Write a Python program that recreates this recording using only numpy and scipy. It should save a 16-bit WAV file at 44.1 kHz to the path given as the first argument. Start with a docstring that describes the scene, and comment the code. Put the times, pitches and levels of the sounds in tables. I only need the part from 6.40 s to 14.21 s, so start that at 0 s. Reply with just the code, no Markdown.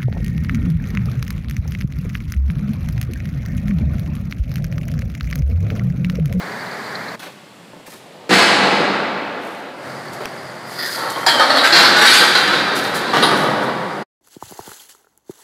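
"""Long metal pipes slide off a tractor's forks, hit a dumpster's rim, clatter to the bottom and ring.
The sound opens on the diesel tractor in a yard, then moves into a big steel shed, where a load of scrap
crashes and booms. The pipes follow, scraping by stick-slip, and a sheet-metal panel topples after them.
Each blow is a contact plus dying chatter that rings the steel and feeds the shed's reverberation.
Rubble, grit, engines and distant site noise lie underneath."""
import sys
import numpy as np
from scipy import signal
from scipy.fft import rfft, irfft
from scipy.io import wavfile
from scipy.ndimage import uniform_filter1d, minimum_filter1d, map_coordinates

SR = 44100
rng = np.random.default_rng(int(sys.argv[2]) if len(sys.argv) > 2 else 0)


def output_pcm(signal):
    """Save a mono or channel-first signal as 16-bit PCM at the path in sys.argv[1].

    Samples are clipped to [-1, 1] before scaling.
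    """
    pcm = np.clip(np.atleast_2d(signal).T, -1, 1) * 32767
    wavfile.write(sys.argv[1], SR, np.round(pcm).astype(np.int16))


N = 344421
T = np.arange(N) / SR


def pipes():
    """Long pipes hit the rim, then bounce on the bottom: walls clang, pipes ring on, low modes longest."""
    # Blows on rim and bottom. Each row: start in seconds, level in dB, hardness in dB.
    rim_blows = [(4.864, -10.5, 9), (4.92, -17, -7.5), (4.995, -11, 0.5), (5.095, -11.5, -1),
                 (5.16, -13, 3)]
    bottom_blows = [(5.236, -8, 1), (5.324, -2.5, 0.5), (5.358, -9, 2.5), (5.425, -9, 0),
                    (5.478, -15, -10.5), (5.562, -11, -1), (5.612, -6, 1.5), (5.655, -7, 6.5),
                    (5.732, -8.5, 9), (5.8, -9, -3), (5.95, -11.5, -0.5), (6.066, -15.5, -3.5),
                    (6.13, -15.5, -2.5), (6.247, -27, -10.5)]
    # Spectra of those blows. Each row: frequency in Hz, gain in dB.
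    rim_spectrum = [(53, -66), (90, -50.5), (194, -37.5), (262, 3), (420, -18.5), (510, 0.5), (749, -1.5),
                    (1280, 1), (1880, -3), (2760, -17), (3080, -12), (4330, -5), (6510, -30), (9570, -28.5),
                    (15000, -41.5)]
    bottom_spectrum = [(40, -45.5), (110, -32.5), (185, -10), (370, -10.5), (429, -12), (521, -6.5),
                       (567, -9.5), (1200, -6.5), (1490, -0.5), (1900, -5.5), (2760, -13), (4060, -11),
                       (4820, -11), (5300, -18), (6510, -24), (10600, -31), (15000, -42)]
    # Pipe modes. Each row: frequency in Hz, energy in dB.
    pipe_modes = [(1281, -35), (1381, -36), (1443, -32), (1490, -34), (1593, -37), (1715, -38), (1906, -39),
                  (2137, -32), (2385, -37), (2638, -37), (2902, -41), (3150, -32), (3410, -34), (3477, -30),
                  (3704, -30), (3771, -34), (3968, -26.5), (4080, -30), (4188, -32), (4385, -29.5),
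                  (4517, -34), (4732, -26.5)]
    rim = blows(rim_blows, chatter_s=0.071, drag=0.49, contacts_per_s=3000, snap=3,
                low_t60_s=0.35, high_t60_s=0.058, ring_db=-1)
    rolling = settling(start_s=6, knocks_per_s=15, first_db=-18.5, fade_db_per_s=1.5,
                       hardness_db=-10, count=10)
    bottom = blows([*bottom_blows, *rolling], chatter_s=0.047, drag=0.099, contacts_per_s=1900, snap=4.4,
                   low_t60_s=0.25, high_t60_s=0.023, ring_db=2.5)
    walls = undb(2.5) * through(rim, colour(rim_spectrum))
    walls += undb(1.5) * through(bottom, colour(bottom_spectrum))
    # Nearly equal lengths ring in beating clusters.
    clusters = [(hz / length, db, 1.5 * (hz / 2000) ** -.6)
                for hz, db in pipe_modes for length in (.998, 1, 1.002)]
    shimmer = ring(overtones(low_hz=5280, high_hz=14000, t60_s=0.39, top_db=-3, count=90), size=14000)
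    shaking = bottom + undb(-12) * rim
    return walls + undb(-6.5) * through(shaking, ring(clusters)) + undb(-22.5) * through(shaking, shimmer)


def wall_clangs():
    """Square hits ring the dumpster's wall."""
    # Each row: start in seconds, level in dB, pitch ratio.
    hits = [(4.866, -20, 0.72), (5.0, -14.5, 0.98), (5.362, -26, 0.89), (5.44, -24, 0.79),
            (5.481, -23.5, 1.14), (5.953, -20, 1.16), (6.006, -26, 1.16), (6.1, -26, 1.02),
            (6.131, -24.5, 1.17), (6.735, -24, 0.92), (6.83, -22.5, 0.9), (6.915, -22.5, 0.96)]
    # Each row: frequency in Hz at ratio 1, energy in dB, t60 in seconds.
    wall_modes = [(508, -10, .25), (910, -3, .25), (1139, -13.5, .22), (1268, 1, .15), (1305, -1, .24),
                  (1887, -8, .2)]
    return clangs(hits, wall_modes)


def end_clangs():
    """Pipes struck on their ends ring brightly."""
    # Each row: start in seconds, level in dB, pitch ratio.
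    hits = [(5.185, -24.5, 1.02), (5.326, -13.5, 1.1), (5.368, -20, 1.06), (5.445, -22.5, 1.13),
            (5.674, -17, 1), (5.712, -21.5, 1.12), (5.772, -25, 0.95), (5.803, -19.5, 1.05),
            (5.953, -21.5, 1.06)]
    # Each row: frequency in Hz at ratio 1, energy in dB, t60 in seconds.
    end_modes = [(3050, -3.5, .2), (3750, 3, .2), (3960, 1, .22), (4170, -4, .16), (4390, -8, .2),
                 (4550, -1.5, .2)]
    return clangs(hits, end_modes)


def tines():
    """The fork tines ring as the pipes drop off; the last pipe judders over a tip and makes it sing."""
    # Each row: start in seconds, level in dB.
    tine_strikes = [(4.867, -21.5)]
    # Each row: frequency in Hz, energy in dB, t60 in seconds.
    tine_modes = [(758, 4.5, .12), (1330, -13, .3), (1710, 1, .4), (3138, -4.5, 0.84), (3320, -3.5, .3),
                  (4260, -6.5, .8), (4650, -8.5, .13), (4900, 4.5, 0.13), (7140, -3.5, 0.054)]
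    # Spells of singing. Each row: start in seconds, level in dB, hold in seconds.
    sings = [(4.7, -38.5, .13), (4.878, -20, .15)]
    sing_hz, judder_hz = 3138, 24
    phase = 2 * np.pi * np.cumsum(sing_hz * (1 + .004 * walk(120) + .018 * walk(900))) / SR
    judders = np.cumsum(judder_hz * (1 + .2 * walk(30))) / SR
    pulsing = undb(2.9 * np.cos(2 * np.pi * judders) + 3.8 * walk(260))
    pressure = sum(undb(db) * swell(s, attack_s=.012, hold_s=hold_s, release_s=.02)
                   for s, db, hold_s in sings)
    rasp = undb(-9.5) * resonate(contacts(900), [(3310, 240, 0)])
    ringing = signal.oaconvolve(strike(tine_strikes), ring(tine_modes))[:N]
    return low_cut(ringing, hz=300) + (np.sin(phase) + rasp) * pressure * pulsing


def slide():
    """Stick-slip on the forks: the pipes creep, slip in bright scrapes, then judder in short jerks."""
    # Sliding resonances. Each row: centre in Hz, width in Hz, gain in dB.
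    scrape_bands = [(1430, 160, -1.5), (1820, 350, -1.5), (3540, 330, -8), (4500, 740, -4.5),
                    (4830, 280, -1), (7200, 2800, -26.5), (11000, 7000, -22)]
    judder_bands = [(290, 96, -7.5), (514, 150, -5), (880, 230, -2), (1080, 120, 0), (1350, 200, -2),
                    (1730, 450, -8.5)]
    # Each row: start in seconds, level in dB.
    slip_events = [(4.385, -24.5), (4.418, -27), (4.448, -29.5), (4.51, -40.5), (4.545, -34)]
    jerk_events = [(4.555, -26), (4.608, -20.5), (4.75, -23), (4.795, -30)]
    sag_start_s, sag_length_s, sag_per_s = 4.53, .11, 0.99
    scrape = resonate(contacts(3500), scrape_bands) * undb(1.2 * walk(68))
    # The pitch sinks as the pipes move down the tines.
    pitch_ratio = 1 - sag_per_s * np.clip(T - sag_start_s, 0, sag_length_s)
    scrape = map_coordinates(scrape, [np.cumsum(pitch_ratio)], mode="mirror")
    judder = resonate(contacts(1300), judder_bands) * undb(1.6 * walk(35))
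    creep = undb(-29) * swell(start_s=4.223, attack_s=0.27, hold_s=0.094, release_s=.2)
    slips = sum(undb(db) * swell(s, attack_s=.008, hold_s=.0066, release_s=.013) for s, db in slip_events)
    jerks = sum(undb(db) * swell(s, attack_s=.02, hold_s=.02, release_s=.059) for s, db in jerk_events)
    return (creep + slips) * scrape + jerks * judder


def squeak():
    """A slipping pipe catches on a tine and squeaks with a rough, falling pitch."""
    start_s, length_s = 4.405, 0.087
    start_hz, sag_hz_per_s = 1960, 4300
    hz = start_hz - sag_hz_per_s * np.clip(T - start_s, 0, length_s)
    phase = 2 * np.pi * np.cumsum(hz * (1 + 0.065 * walk(900))) / SR
    envelope = swell(start_s, attack_s=.012, hold_s=length_s, release_s=.005) * undb(-28 + 5 * walk(300))
    return (np.sin(phase) + undb(-23) * np.sin(2 * phase)) * envelope


def scrap():
    """A heavy load of mixed scrap lands across the shed and settles."""
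    # Each row: start in seconds, level in dB, hardness in dB.
    landing = [(1.893, -17, 6), (1.906, -8.5, -1), (1.924, -8.5, 8), (1.98, -7.5, 1.5), (2.012, -14, 0),
               (2.09, -15, -5), (2.22, -14.5, -7), (2.31, -18.5, -5), (2.39, -24, -13.5)]
    # Each row: frequency in Hz, gain in dB.
    spectrum = [(41, -67), (70, -33), (120, -16), (180, -4.5), (270, -4), (370, -4.5), (494, -2.5),
                (791, -1.5), (1080, -3.5), (1450, -2), (2850, -7), (3260, -10.5), (4170, -7.5), (4950, -13),
                (5450, -19.5), (9150, -28), (15000, -46)]
    rocking = settling(start_s=2.28, knocks_per_s=16, first_db=-28.5, fade_db_per_s=20.5,
                       hardness_db=-8, count=4)
    crash = blows([*landing, *rocking], chatter_s=0.052, drag=0.62, contacts_per_s=4000, snap=1.8,
                  low_t60_s=0.15, high_t60_s=0.08, ring_db=-9)
    return through(crash, colour(spectrum))


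def floor_boom():
    """The heaviest scrap rings the steel floor."""
    # Each row: start in seconds, level in dB.
    floor_strikes = [(1.893, -27), (1.909, -22), (1.925, -22), (1.961, -24), (2.228, -26.5), (2.275, -31.5),
                     (2.325, -24.5), (2.402, -24.5), (2.49, -30)]
    # Each row: frequency in Hz, energy in dB, t60 in seconds.
    floor_modes = [(148.5, -7, 0.29), (195, 1.5, 0.16), (251, -0.5, 0.14), (324.5, -2, 0.14),
                   (374.4, -3.5, .16), (481, 0.5, 0.12)]
    ringing = signal.oaconvolve(strike(floor_strikes), ring(floor_modes, size=14000))[:N]
    return low_cut(ringing, hz=125)


def panel():
    """A sheet-metal panel topples, booms against the dumpster and rocks to rest."""
    # Each row: start in seconds, level in dB, hardness in dB.
    landing = [(6.733, -8.5, 0), (6.762, -12.5, -3), (6.827, -12, -5), (6.903, -13.5, -5)]
    # Each row: frequency in Hz, gain in dB.
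    spectrum = [(41, -71), (70, -34), (125, -8), (180, 2), (269, -2), (420, -1.5), (780, -1), (960, 1.5),
                (1330, -2), (1850, -1.5), (2150, -6), (2650, -13), (3990, -10), (6530, -26.5), (9790, -32),
                (15000, -40)]
    rocking = settling(start_s=6.93, knocks_per_s=16, first_db=-19.5, fade_db_per_s=22,
                       hardness_db=-11.5, count=7)
    crash = blows([*landing, *rocking], chatter_s=0.037, drag=0.116, contacts_per_s=1800, snap=2.4,
                  low_t60_s=0.57, high_t60_s=0.077, ring_db=-4.5)
    return through(crash, colour(spectrum))


def panel_edge():
    """The panel's edge catches the near wall with a short, bright clank."""
    # Each row: start in seconds, level in dB, hardness in dB.
    edge_blows = [(6.824, -10.5, 0.92)]
    # Each row: frequency in Hz, gain in dB.
    spectrum = [(200, -32), (1000, 5), (2600, -14), (3300, 1.5), (4000, 1.5), (4800, -2), (5600, -21),
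                (8500, -25), (9300, -11.5), (10300, -12.5), (12000, -25), (15000, -35)]
    clank = blows(edge_blows, chatter_s=0.035, drag=0, contacts_per_s=2500, snap=3,
                  low_t60_s=0.16, high_t60_s=0.074, ring_db=6)
    return through(clank, colour(spectrum))


def rubble():
    """Loose rubble clinks and scuffs."""
    # Each row: start in seconds, level in dB, hardness in dB.
    knocks = [(.794, -31.5, 11), (.83, -31, 8.7), (.86, -34, 1), (1.463, -41, 17.5), (1.52, -38, 7),
              (3.803, -27.5, 1), (3.832, -32.5, 1)]
    # Each row: frequency in Hz, gain in dB.
    spectrum = [(50, -37), (130, -14), (300, 9), (470, 6.5), (700, 4), (1050, 3.5), (1500, -0.5),
                (4000, -9.5), (7000, -23), (15000, -28)]
    clinks = blows(knocks, chatter_s=0.038, drag=0, contacts_per_s=2100, snap=3.3,
                   low_t60_s=0.081, high_t60_s=.04, ring_db=9)
    return through(clinks, colour(spectrum))


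def grit_and_hiss():
    """Short spills of grit, and the high hiss of the pipes scraping along the forks."""
    # Each row: start in seconds, level in dB, length in seconds.
    bursts = [(1.49, -42.5, 0.084), (2.99, -48.5, 0.23), (3.726, -38.5, 0.027), (4.25, -41, 0.24),
              (4.435, -33.5, 0.1), (4.495, -36, 0.18), (4.695, -31.5, 0.028), (4.723, -39.5, 0.28),
              (5.564, -29, 0.089), (6.349, -27.5, 0.058), (6.424, -35, 0.076), (6.537, -27.5, 0.06),
              (6.94, -36.5, 0.16), (7.216, -40.5, 0.05)]
    # Each row: frequency in Hz, gain in dB.
    spectrum = [(1500, -22), (4000, -2), (7500, -5.5), (11000, -4.5), (15000, -13.5)]
    envelope = 0
    for start_s, db, length_s in bursts:
        progress = np.maximum(T - start_s, 0) / length_s
        envelope += undb(db) * np.minimum(progress * 4, 1) * np.exp(-progress ** 2)
    return envelope * through(contacts(3000), colour(spectrum))


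def board():
    """Something hollow, like a loose board, knocks a few times."""
    # Each row: start in seconds, level in dB.
    knocks = [(1.334, -45), (1.366, -47), (1.399, -47), (1.478, -44), (1.542, -47)]
    # Each row: frequency in Hz, energy in dB, t60 in seconds.
    board_modes = [(294, -4, .09), (380, -6, .08), (502, -6, .08), (605, -5.5, 0.05), (880, -7.5, .06),
                   (1040, -9, .05), (1720, -14.5, .03)]
    return signal.oaconvolve(strike(knocks), ring(board_modes, size=7000))[:N]


def tick():
    """A double contact close by: one dry tick with a low thump."""
    # Each row: start in seconds, level in dB.
    touches = [(3.856, -3), (3.8572, -1.5)]
    # Each row: frequency in Hz, gain in dB.
    spectrum = [(30, 0), (150, -7), (500, -3), (1100, 3), (1800, -4), (2800, 2), (4000, -12), (5600, -4),
                (6800, -19), (15000, -20)]
    return through(strike(touches), colour(spectrum))


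def shed_tractor():
    """The tractor's diesel and loose parts, swelling as it tips the pipes."""
    # Each row: frequency in Hz, gain in dB.
    spectrum = [(29, -37), (50, -40.5), (128, -1.5), (186, -6), (272, -4), (307, -9.5), (362, -0.5),
                (449, -6), (544, -1), (2100, -8.5), (2480, -19.5), (4770, -21), (5910, -26.5),
                (9760, -29.5), (15000, -39.5)]
    # Each row: centre in Hz, width in Hz, gain in dB.
    loose_parts = [(4450, 500, -1.5), (4830, 330, -1.5)]
    # Each row: time in seconds, level in dB.
    levels = [(3.3, -48), (3.46, -31), (4.2, -32), (6.5, -27.5), (7.6, -33)]
    rattling = rattle(loose_parts, shakes_per_s=70, uneven_db=3) * undb(-16.5)
    engine = diesel(spectrum, firing_hz=44.6, knock_db=-12, thump_db=-9.5)
    return (engine + rattling) * undb(curve(levels))


def yard_tractor():
    """The tractor's diesel runs steadily outdoors; loose parts rattle."""
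    # Each row: frequency in Hz, gain in dB.
    spectrum = [(29, -65), (50, -37), (121, -8.5), (209, -2), (329, -10.5), (428, -3), (471, -9),
                (570, -5.5), (1350, -8), (1670, -5.5), (2120, -9), (2690, -23), (4660, -20.5), (5380, -27),
                (15000, -38.5)]
    # Each row: centre in Hz, width in Hz, gain in dB.
    loose_parts = [(4180, 550, -2.5), (4660, 390, -0.5), (1690, 300, 2.5)]
    engine = diesel(spectrum, firing_hz=37.8, knock_db=-25, thump_db=-14) * undb(-28.5)
    return engine + rattle(loose_parts, shakes_per_s=90, uneven_db=6.5) * undb(-41)


def excavator():
    """An excavator's diesel grows louder as it takes load, then fades."""
    # Each row: time in seconds, level in dB.
    levels = [(1.35, -55.5), (1.7, -44), (2.5, -33), (3.3, -37), (3.7, -82)]
    # Each row: frequency in Hz, gain in dB.
    spectrum = [(60, -24.5), (160, -8.5), (450, 7), (900, 2.5), (1500, -11), (4000, -9), (9000, -38.5)]
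    return diesel(spectrum, firing_hz=60.3, knock_db=-6, thump_db=-16) * undb(curve(levels))


def site_noise():
    """Distant site rumble in the shed, slowly fading."""
    # Each row: frequency in Hz, gain in dB.
    spectrum = [(50, -53), (80, -27.5), (110, -5.5), (180, 1), (260, -3.5), (450, -8), (700, -24.5),
                (1500, -24.5), (2760, -14.5), (6350, -27), (7500, -23.5), (15000, -37)]
    # Each row: time in seconds, level in dB.
    levels = [(.76, -45.5), (3.3, -48.5), (7.6, -54.5)]
    rumble = unit(through(rng.standard_normal(N), colour(spectrum)))
    return rumble * undb(curve(levels) + 0.73 * walk(4.7))


def shed_reverb(x):
    """Dense reflections build up fast and linger; the treble dies first."""
    # Each row: frequency in Hz, t60 in seconds.
    decay = [(100, 2.6), (250, 3.1), (700, 3.02), (1500, 3.04), (2800, 2.48), (4500, 1.19), (8000, 1.3),
             (15000, 0.25)]
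    size, build_s = 2 ** 17, 0.0027
    return through(x, dense_ring(decay, size, bands=12) * (1 - np.exp(-T[:size] / build_s)))


def blows(rows, chatter_s, drag, contacts_per_s, snap, low_t60_s, high_t60_s, ring_db, size=16384):
    """One contact plus dying chatter per blow. Hard edges crack; soft faces thud and, with drag, linger."""
    # Hardness trades thud for clang. Each row: frequency in Hz, gain in dB per dB of hardness.
    hardness_tilt = [(200, -0.64), (500, -0.58), (1300, 0), (2000, 0.5157), (3800, 0.29), (8000, 1.08)]
    out = np.zeros(2 * N)
    for start_s, db, hardness_db in rows:
        decay_s = chatter_s * undb(-drag * hardness_db)
        rise_s = 0.0012 * undb(-2.3 * hardness_db)
        envelope = np.exp(-T[:size] / decay_s) * (1 - np.exp(-T[:size] / rise_s))
        force = contacts(contacts_per_s, size) * envelope
        force[0] += snap * undb(0.57 * hardness_db)
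        force *= np.sqrt(decay_s * SR / 2) / np.linalg.norm(force)  # energy grows with decay time
        tilt = colour([(hz, share * hardness_db) for hz, share in hardness_tilt], size=512)
        sound = signal.fftconvolve(np.convolve(force, tilt), steel(low_t60_s, high_t60_s, ring_db))
        start = int(start_s * SR)
        out[start:start + len(sound)] += undb(db) * sound
    return out[:N]


def settling(start_s, knocks_per_s, first_db, fade_db_per_s, hardness_db, count):
    """Rows of blows for pieces that rock and drop at random, ever more weakly."""
    when, weight, edge = rng.random((count, 3)).T
    age_s = (np.arange(count) + when) / knocks_per_s
    level_db = first_db - fade_db_per_s * age_s + weight - .5
    return np.transpose([start_s + age_s, level_db, hardness_db + edge - .5])


def steel(low_t60_s, high_t60_s, ring_db, size=16384):
    """Click and dense ring of thin steel; every struck spot differs."""
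    body = dense_ring([(200, low_t60_s), (10000, high_t60_s)], size, bands=4)
    body *= undb(ring_db) / np.linalg.norm(body)
    body[0] += 1
    return body / np.linalg.norm(body)


def clangs(hits, modes):
    """Clear rings whose pitch depends on the piece and the spot struck."""
    out = np.zeros(2 * N)
    for start_s, db, ratio in hits:
        sound = ring([(hz * ratio, mode_db, t60_s) for hz, mode_db, t60_s in modes], size=22000)
        start = int(start_s * SR)
        out[start:start + len(sound)] += undb(db) * sound
    return low_cut(out[:N], hz=300)


def overtones(low_hz, high_hz, t60_s, top_db, count):
    """Crowded upper modes of a pipe bundle, weaker towards the top."""
    places = (np.arange(count) + rng.random(count)) / count
    return [(low_hz + (high_hz - low_hz) * place, top_db * place, t60_s) for place in places]


def diesel(spectrum, firing_hz, knock_db, thump_db):
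    """Uneven firings thump the exhaust; each sets off a burst of clatter over the fan's rush."""
    cycles = np.cumsum(firing_hz * (1 + 0.014 * walk(8.6))) / SR
    firings = unit(np.diff(np.floor(cycles), prepend=0) * undb(3.1 * walk(44)))
    thump = signal.sosfilt(signal.butter(2, 350, fs=SR, output="sos"), firings)
    knock = undb(knock_db) * np.exp(-(cycles % 1) / .25)
    clatter = unit(rng.standard_normal(N) * (1 + knock))
    return unit(through(clatter + undb(thump_db) * thump, colour(spectrum))) * undb(.5 * walk(5.7))


def rattle(parts, shakes_per_s, uneven_db):
    """Loose steel chatters without pause, each part shaking in its own way."""
    return unit(sum(undb(db + uneven_db * walk(shakes_per_s)) * resonate(contacts(1500), [(hz, width, 0)])
                    for hz, width, db in parts))


def ring(modes, size=55000):
    """Decaying sines from rows of frequency in Hz, energy in dB, t60 in seconds."""
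    t = T[:size]
    return sum(undb(db) * mode_decay(t, t60_s) * np.sin(2 * np.pi * (hz * t + rng.random()))
               for hz, db, t60_s in modes)


def dense_ring(t60_points, size, bands):
    """Countless overlapping modes: noise bands, each dying at its own rate."""
    centres_hz = np.geomspace(100, 15000, bands)
    bins_hz = np.fft.rfftfreq(size, 1 / SR)
    noise = rfft(rng.standard_normal(size))
    out = 0
    for hz, share in zip(centres_hz, np.eye(bands)):
        band = irfft(noise * np.interp(bins_hz, centres_hz, share))
        out += band * mode_decay(T[:size], at_pitch(hz, t60_points))
    return out


def mode_decay(t, t60_s):
    """Exponential decay with the same energy at any t60."""
    return np.exp(-np.log(1000) * t / t60_s) / np.sqrt(t60_s)


def resonate(x, bands):
    """Steep parallel resonances, at rms 1."""
    filters = [(signal.iirpeak(hz, hz / width_hz, fs=SR), db) for hz, width_hz, db in bands]
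    return unit(sum(undb(db) * signal.lfilter(*ba, signal.lfilter(*ba, x)) for ba, db in filters))


def contacts(per_s, size=N):
    """Tiny collisions at random moments, rms 1."""
    return unit((rng.random(size) < per_s / SR) * rng.standard_normal(size))


def strike(rows):
    """One clean impulse per row."""
    force = np.zeros(N)
    for start_s, db in rows:
        force[int(start_s * SR)] += undb(db)
    return force


def swell(start_s, attack_s, hold_s, release_s):
    """Envelope: linear rise, hold, exponential release."""
    age_s = T - start_s
    return np.clip(age_s / attack_s, 0, 1) * np.exp(-np.maximum(age_s - attack_s - hold_s, 0) / release_s)


def walk(knots_per_s):
    """Random drift with a spread near 1."""
    knots = rng.standard_normal(16384)
    return np.interp(T * knots_per_s, np.arange(len(knots)), knots)


def colour(spectrum, size=4096):
    """Minimum-phase impulse response of a spectrum."""
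    gain = undb(at_pitch(np.fft.rfftfreq(size, 1 / SR), spectrum))
    cepstrum = irfft(np.log(gain))
    cepstrum[1:size // 2] *= 2
    cepstrum[size // 2 + 1:] = 0
    return irfft(np.exp(rfft(cepstrum)))


def through(x, response):
    """Convolve with a response scaled to unit energy."""
    return signal.oaconvolve(x, response / np.linalg.norm(response))[:N]


def low_cut(x, hz):
    """High-pass that removes the low thump at the abrupt start of each ring."""
    return signal.sosfilt(signal.butter(4, hz, "highpass", fs=SR, output="sos"), x)


def at_pitch(hz, points):
    """Interpolate on a log-frequency axis."""
    points_hz, values = np.transpose(points)
    return np.interp(np.log(hz + 1), np.log(points_hz), values)


def curve(rows):
    """A timed table at every sample."""
    return np.interp(T, *np.transpose(rows))


def unit(x):
    """Scale to rms 1."""
    return x / np.sqrt(np.mean(x ** 2))


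def undb(db):
    """Decibels to gain."""
    return 10 ** (np.asarray(db) / 20)


def scene():
    """The yard first, then the shed, where every crash feeds the reverberation."""
    indoors_s, crossfade_s = .752, .01
    # Each row: sound, direct gain in dB, reverberant gain in dB.
    sources = [(scrap(), -1.5, 1.5), (floor_boom(), 0, -8),
               (pipes(), -1, -4), (tines(), 0, -12), (slide(), -.5, -6),
               (wall_clangs(), 0, -8), (end_clangs(), 0, -8), (squeak(), 0, -8),
               (panel(), -1, 1.5), (panel_edge(), 0, -7),
               (rubble(), 0, -7), (board(), 0, -7), (grit_and_hiss(), 0, -7)]
    direct = sum(x * undb(direct_db) for x, direct_db, _ in sources)
    reverb = shed_reverb(sum(x * undb(wet_db) for x, _, wet_db in sources))
    tractor = shed_tractor()
    yard = yard_tractor()
    shed = direct + reverb + tick() + tractor + site_noise() + excavator()
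    indoors = np.clip((T - indoors_s) / crossfade_s, 0, 1)
    return ((1 - indoors) * yard + indoors * shed)[None]


def record(dry):
    """A limiter ducks the crashes and remaining peaks clip; a quick final fade and a low-pass follow."""
    ceiling, hold_s = 1.15, .004
    end_s, fade_s, top_hz = 7.627, .004, 15400
    window = int(hold_s * SR) + 1
    needed_gain = ceiling / np.maximum(np.abs(dry), ceiling)
    gain = uniform_filter1d(minimum_filter1d(needed_gain, window), window)
    clipped = np.clip(dry * gain, -1, 1)
    fade = np.exp(-np.maximum(T - end_s, 0) / fade_s)
    return signal.sosfilt(signal.ellip(8, .2, 70, top_hz, fs=SR, output="sos"), clipped * fade)


dry = scene()
out = record(dry)
output_pcm(out)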